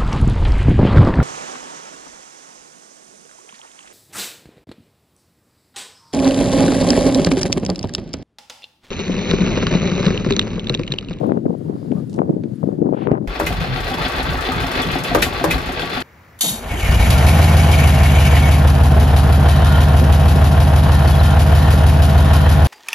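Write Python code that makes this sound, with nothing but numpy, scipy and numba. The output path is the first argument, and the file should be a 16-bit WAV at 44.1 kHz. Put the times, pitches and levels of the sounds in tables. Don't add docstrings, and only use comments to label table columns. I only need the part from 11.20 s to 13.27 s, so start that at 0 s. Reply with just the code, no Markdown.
import sys
import numpy as np
from scipy import signal
from scipy.fft import rfft, irfft
from scipy.io import wavfile
from scipy.ndimage import uniform_filter1d, minimum_filter1d
from numba import njit

SR = 44100
rng = np.random.default_rng(int(sys.argv[2]) if len(sys.argv) > 2 else 0)


def natural_amplitude(level_db):
    exponent = np.asarray(level_db, float) / 20
    return 10 ** exponent


def file_out(sig):
    cols = np.atleast_2d(sig).T
    lim = np.clip(cols, -1, 1)
    pcm = np.round(lim * 32767).astype(np.int16)
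    wavfile.write(sys.argv[1], SR, pcm)


N = 91507
T = np.arange(N) / SR


def band(x, lo_hz, hi_hz, order=2):
    sos = signal.butter(order, [lo_hz, min(hi_hz, .45 * SR)], "band", fs=SR, output="sos")
    return signal.sosfilt(sos, x)


def unit(x):
    return x / np.sqrt(np.mean(x ** 2))


def panned(x, pan_db):
    return x * natural_amplitude(np.array([[pan_db], [-pan_db]]) / 2)


# (frequency [Hz], relative spectral density [dB])
HISS_SPECTRUM = [(500, -22.5), (1000, -6.5), (1700, -7.5), (2500, -15), (3200, -13.5), (4800, -14.5),
                 (5600, -20), (7000, -18.5), (8300, -22.5), (10000, -19.5), (12500, -27.5), (15800, -29.5)]
# (time [s], rms level before flicker [dB])
HISS_LEVEL = [(0, -59.5), (.2, -63.5), (.45, -60), (.8, -58.5), (1.0, -66.5), (1.35, -61), (1.7, -65),
              (1.92, -69), (2.07, -65)]
HISS_WIDTH, HISS_PAN_DB, HISS_FLICKER_DB = 0.65, 1, 1.2


def hiss():
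    hz, db = np.array(HISS_SPECTRUM).T
    f = np.arange(N // 2 + 1) * SR / N + 1
    weight = natural_amplitude(np.interp(np.log(f), np.log(hz), db))
    mid, side = irfft(rfft(rng.standard_normal((2, N))) * weight, N)
    steps = np.repeat(rng.standard_normal(N // 3000 + 1), 3000)
    flicker = uniform_filter1d(steps, 3000)[:N]
    level_db = np.interp(T, *np.array(HISS_LEVEL).T) + HISS_FLICKER_DB * flicker
    scale = natural_amplitude(level_db) / np.std(mid)
    stereo = np.array([mid + HISS_WIDTH * side, mid - HISS_WIDTH * side])
    return panned(stereo * scale, HISS_PAN_DB)


# (start [s], rise [s], fall [s], noise rms before its envelope [dB],
# low edge [Hz], high edge [Hz])
SWISH_EVENTS = [(-.06, 0.025, 0.32, -56, 1400, 3940), (.52, 0.085, 0.14, -67.5, 4500, 5200),
                (0.884, 0.019, 0.19, -61.5, 3000, 9650), (1.699, 0.14, 0.057, -46.5, 1200, 3260),
                (1.914, 0.0051, 0.024, -46.5, 900, 2540)]
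SWISH_WIDTH = 0.5


def swishes():
    out = 0
    for at, rise, fall, db, lo_hz, hi_hz in SWISH_EVENTS:
        ramp = np.interp(T, [at, at + rise, at + rise + fall], [0, 1, 0])
        shape = np.sin(np.pi / 2 * ramp) ** 2
        mid, side = unit(band(rng.standard_normal((2, N)), lo_hz, hi_hz, order=3))
        stereo = np.array([mid + SWISH_WIDTH * side, mid - SWISH_WIDTH * side])
        out = out + natural_amplitude(db) * shape * stereo
    return out


# (start [s], peak level before panning [dB])
BAT_CALLS = [(0.376, -61.5), (0.868, -62.5), (1.35, -58), (1.823, -64.5)]
BAT_TOP_HZ, BAT_FLOOR_HZ = 11900, 9240
BAT_SWEEP_S, BAT_CALL_S = 0.0071, .017


def bat():
    out = 0
    for at, db in BAT_CALLS:
        u = np.clip(T - at, 0, BAT_CALL_S)
        hz = BAT_FLOOR_HZ + (BAT_TOP_HZ - BAT_FLOOR_HZ) * np.exp(-u / BAT_SWEEP_S)
        shape = np.sin(np.pi * u / BAT_CALL_S) ** .7
        out = out + natural_amplitude(db) * shape * np.sin(2 * np.pi * np.cumsum(hz) / SR)
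    return panned(out, 1.5)


# (time [s], pitch [Hz], rms of the smooth tone before panning [dB])
SQUEAK_GLIDE = [(0.746, 1072, -62), (0.759, 1072, -55.5), (0.774, 1202, -53), (0.801, 1205, -56),
                (.815, 1167, -67)]
SQUEAK_PAN_DB, SQUEAK_HUSK = -11.5, .7


def squeak():
    s, hz, db = np.array(SQUEAK_GLIDE).T
    phase = 2 * np.pi * np.cumsum(np.interp(T, s, hz)) / SR
    husk = 1 + SQUEAK_HUSK * unit(band(rng.standard_normal(N), 30, 130))
    level = natural_amplitude(np.interp(T, s, db, -150, -150))
    return panned(np.sqrt(2) * husk * np.sin(phase) * level, SQUEAK_PAN_DB)


# (start [s], peak level before panning [dB], centre frequency [Hz],
# left-minus-right level [dB])
TICK_EVENTS = [(0.0668, -43, 12040, 10), (0.0855, -48.5, 9660, -16.5), (0.7178, -32.5, 1850, -6),
               (0.8973, -37.5, 4600, 12), (0.9008, -45.5, 6530, -5.5), (0.9095, -48, 5600, 0),
               (0.9303, -36.5, 4340, 9.5), (0.9417, -37.5, 4100, 20), (0.945, -47.5, 5370, 8.5),
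               (0.9618, -40.5, 4940, 8.5), (0.967, -49.5, 5960, -7.5), (1.237, -36, 2010, -5)]
TICK_CLICK_DB, TICK_T60_S = 19, 0.0061
TICK_TAIL_DB, TICK_TAIL_T60_S = -4.5, 0.051
TICK_BAND_RATIO = 1.7


def ticks():
    out = np.zeros((2, N))
    u = T[:2048]
    shape = natural_amplitude(-60 * u / TICK_T60_S) + natural_amplitude(TICK_TAIL_DB - 60 * u / TICK_TAIL_T60_S)
    for at, db, hz, pan_db in TICK_EVENTS:
        push = rng.standard_normal(len(u)) * shape + natural_amplitude(TICK_CLICK_DB) * (u == 0)
        snap = band(push, hz / TICK_BAND_RATIO, hz * TICK_BAND_RATIO)
        snap = snap / np.abs(snap).max() * natural_amplitude(db)
        i = int(at * SR)
        out[:, i:i + len(u)] += panned(snap, pan_db)
    return out


# (time [s], level before the last column and filtering [dB], half-width scale [s], signed factor [ratio])
OVERLOAD_CRACKS = [(0.1201, 13, 0.00037, 0.5), (0.9896, -4.5, 0.00024, 0.74), (1.872, 3, 0.00028, -1.1),
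                   (1.9167, 17.5, .0007, -1)]
CRACK_RIGHT_DB, CRACK_POINT_DB, CRACK_REBOUND_HZ = -9, -22, 130


def cracks():
    spike = 0
    for at, db, width, way in OVERLOAD_CRACKS:
        u = np.abs(T - at) / width
        rounded = 1 / (1 + u ** 2) ** 2
        point = natural_amplitude(CRACK_POINT_DB) * np.exp(-u)
        spike = spike + way * natural_amplitude(db) * (rounded + point)
    spike = signal.sosfilt(signal.butter(2, CRACK_REBOUND_HZ, "high", fs=SR, output="sos"), spike)
    return spike * np.array([[1], [natural_amplitude(CRACK_RIGHT_DB)]])


@njit
def add_wavelets(out, port, at, hz, cycles, size, phase):
    for k in range(len(at)):
        width = cycles[k] / hz[k] / 2
        first = max(int((at[k] - 3 * width) * SR), 0)
        last = min(int((at[k] + 3 * width) * SR), out.shape[1])
        for i in range(first, last):
            u = i / SR - at[k]
            bell = np.exp(-(u / width) ** 2)
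            out[port[k], i] += size[k] * bell * np.cos(2 * np.pi * hz[k] * u + phase[k])


# (pitch multiple [ratio], level step [dB],
# weight of the edge level [ratio], wavelet length [cycles], time scatter [periods of the slow eddy])
EDDY_CASCADE = [(1.0, -0.36, 0, 1.213, 0), (1.8, -2, 0.21, 1.55, 2.5), (2.7, -0.5, 0.91, 1.76, 3.5),
                (4.0, -7.5, 0.85, 1.17, 3), (6.5, -20, 0.91, 0.81, 3.5)]


def eddies(port, at, hz, db, edge_db):
    out = np.zeros((2, N))
    chance = rng.random((len(at), 3 * len(EDDY_CASCADE)))
    for k, (multiple, step_db, weight, cycles, scatter) in enumerate(EDDY_CASCADE):
        phase, shift, detune = chance[:, 3 * k:3 * k + 3].T
        when = at + (shift - .5) * scatter / hz
        detune_oct = (k > 0) * .5 * (detune - .5)
        pitch = hz * multiple * 2 ** detune_oct
        size = natural_amplitude(db + step_db + weight * edge_db)
        add_wavelets(out, port, when, pitch, np.full(len(at), cycles), size, 2 * np.pi * phase)
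    return out


# (time [s], level before the cascade steps [dB], pitch [Hz],
# port [+1 left / -1 right], edge level, the share of fast eddies [dB])
STRONG_BUFFETS = [(0.0349, -23, 261.6, 1, 3), (0.0428, -10.5, 384, 1, -10.5), (0.0512, -4.5, 238.6, 1, -28),
                  (0.081, -5.5, 265, 1, -25), (0.089, -11, 360, 1, -20.5), (0.1022, -10.5, 259, 1, 0.5),
                  (0.121, 5.5, 236, 1, -22), (0.175, -5.5, 246, 1, -6), (0.2627, 4, 238.6, 1, -13),
                  (0.266, -3.5, 205.5, -1, -18), (0.2986, -5, 190, 1, -37.5), (0.3055, -6, 365, 1, -33.5),
                  (0.3338, -10.0, 204, 1, -8.5), (0.352, -11.5, 446, 1, -53.5), (0.414, -14, 226, 1, -16),
                  (0.4985, -4, 303, 1, -55), (0.5552, -11, 239, -1, -55), (0.7128, -8, 229, 1, -23),
                  (0.7188, -5, 240, 1, -46), (0.7246, 0, 290, 1, -24), (0.7576, -7.5, 174, 1, -57),
                  (0.789, -16.5, 182, 1, -13), (0.8235, -9, 219, 1, -47), (0.983, -6.5, 294, 1, -16.5),
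                  (0.9917, -2.5, 276, 1, -8), (1.0049, 3, 230, 1, -20.5), (1.0191, 4, 480, 1, -26),
                  (1.0925, -5.5, 293, 1, -29), (1.101, 2.5, 207, -1, -14), (1.107, 0, 278, 1, -37),
                  (1.1421, -9.5, 201, -1, -11), (1.1676, -8, 273, 1, -32), (1.258, -10.5, 260, 1, -27.5),
                  (1.4377, -6.5, 172.5, 1, 1), (1.4756, -5, 247, 1, -42.5), (1.491, -2.5, 365, 1, -38.5),
                  (1.5277, -7.5, 259, 1, -27.5), (1.5902, -5.5, 295, 1, -46), (1.619, 6.5, 259, 1, -27),
                  (1.626, 5, 365, 1, -37), (1.6592, -2.5, 251, 1, -20.5), (1.671, -5.5, 239.5, 1, -15.5),
                  (1.693, -4.5, 356, 1, -26), (1.7273, 5, 399, 1, -32.5), (1.7359, -5, 506, 1, -46),
                  (1.747, -4, 286, 1, -12.5), (1.825, -25.5, 304, 1, -12.5), (1.875, -5, 167, 1, 2.5),
                  (1.9143, -9, 197.4, -1, 14.5), (1.9185, -14, 339, 1, -25), (1.9245, -4, 225.4, 1, -6.5),
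                  (1.9409, -6.5, 359, 1, -32)]
# (time [s], left level before scatter [dB], right level before scatter [dB],
# edge level before scatter [dB])
GUST_CURVE = [(0, -13, -38, -28), (0.138, -18.5, -28, -17.5), (0.189, -19, -35, -19.5),
              (0.221, -25.5, -38, -30), (0.298, -19.5, -20.5, -49.5), (0.369, -29, -53.5, -22.5),
              (0.496, -25, -25, -15), (0.6, -26, -44, -20.5), (0.67, -25.5, -34, -26.5),
              (0.77, -21.5, -31.5, -22.5), (0.861, -27.5, -36, -51), (0.95, -26, -32.5, -7),
              (1.047, -22, -30, -15), (1.179, -23, -33.5, -34), (1.298, -24.5, -30, -40),
              (1.379, -29.5, -51.5, -33), (1.458, -22.5, -36, -14), (1.559, -24, -32, -29),
              (1.66, -18.5, -26, -36.5), (1.771, -26, -43, 2), (1.85, -22, -39, -6),
              (1.958, -23, -36, -0.5), (2.07, -22.5, -44.5, -28)]
EDDIES_PER_S, EDDY_HZ, EDDY_SPREAD_OCT = 600, 213.4, 0.495
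EDDY_SCATTER_DB, EDGE_SCATTER_DB = 1.5, 0.5
EDDY_OCT_PER_DB = 0.06
WIND_CUT_HZ, SUB_DB = 96.7, -65.5
LEAK_LOW_DB, LEAK_HIGH_DB, LEAK_SPLIT_HZ = -11.5, -7.5, 480


def wind():
    b, g = np.array(STRONG_BUFFETS, float), np.array(GUST_CURVE, float)
    ports = eddies((b[:, 3] < 0).astype(np.int64), b[:, 0], b[:, 2], b[:, 1], b[:, 4])
    ports += cracks()
    for port in range(2):
        chance = rng.random((2200, 4))
        at = np.cumsum(-np.log(chance[:, 0])) / EDDIES_PER_S
        gust_db = np.interp(at, g[:, 0], g[:, 1 + port])
        spread_oct = EDDY_SPREAD_OCT * np.log(chance[:, 1] / (1 - chance[:, 1])) / 2
        speed_oct = EDDY_OCT_PER_DB * (gust_db - g[:, 1 + port].mean())
        hz = np.clip(EDDY_HZ * 2 ** (spread_oct + speed_oct), 70, 500)
        db = gust_db - EDDY_SCATTER_DB * np.log(0.0033 + chance[:, 2])
        edge_db = np.interp(at, g[:, 0], g[:, 3]) + EDGE_SCATTER_DB * (2 * chance[:, 3] - 1)
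        ports += eddies(np.full(len(at), port), at, hz, db, edge_db)
    ports = signal.sosfiltfilt(signal.butter(4, WIND_CUT_HZ, "high", fs=SR, output="sos"), ports)
    ports += natural_amplitude(SUB_DB) * unit(band(rng.standard_normal((2, N)), 20, 100))
    low = signal.sosfiltfilt(signal.butter(2, LEAK_SPLIT_HZ, fs=SR, output="sos"), ports)
    leak = natural_amplitude(LEAK_LOW_DB) * low - natural_amplitude(LEAK_HIGH_DB) * (ports - low)
    return ports + leak[::-1]


def scene():
    return hiss() + swishes() + bat() + squeak() + ticks() + wind()


def roll_off(x):
    return signal.sosfilt(signal.butter(12, 15830, fs=SR, output="sos"), x)


LIMIT_DB, LIMIT_RATIO, LIMIT_SMOOTH_S = -3.5, 3, .003
CLIP = 1.0


def record(dry):
    k = int(LIMIT_SMOOTH_S * SR) + 1
    loudest = -minimum_filter1d(-np.abs(dry).max(axis=0), size=2 * k)
    peak = uniform_filter1d(loudest, size=k)
    gain = np.minimum(natural_amplitude(LIMIT_DB) / (peak + 1e-9), 1) ** (1 - 1 / LIMIT_RATIO)
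    mix = np.clip(dry * gain, -CLIP, CLIP)
    return roll_off(mix)


dry = scene()
out = record(dry)
file_out(out)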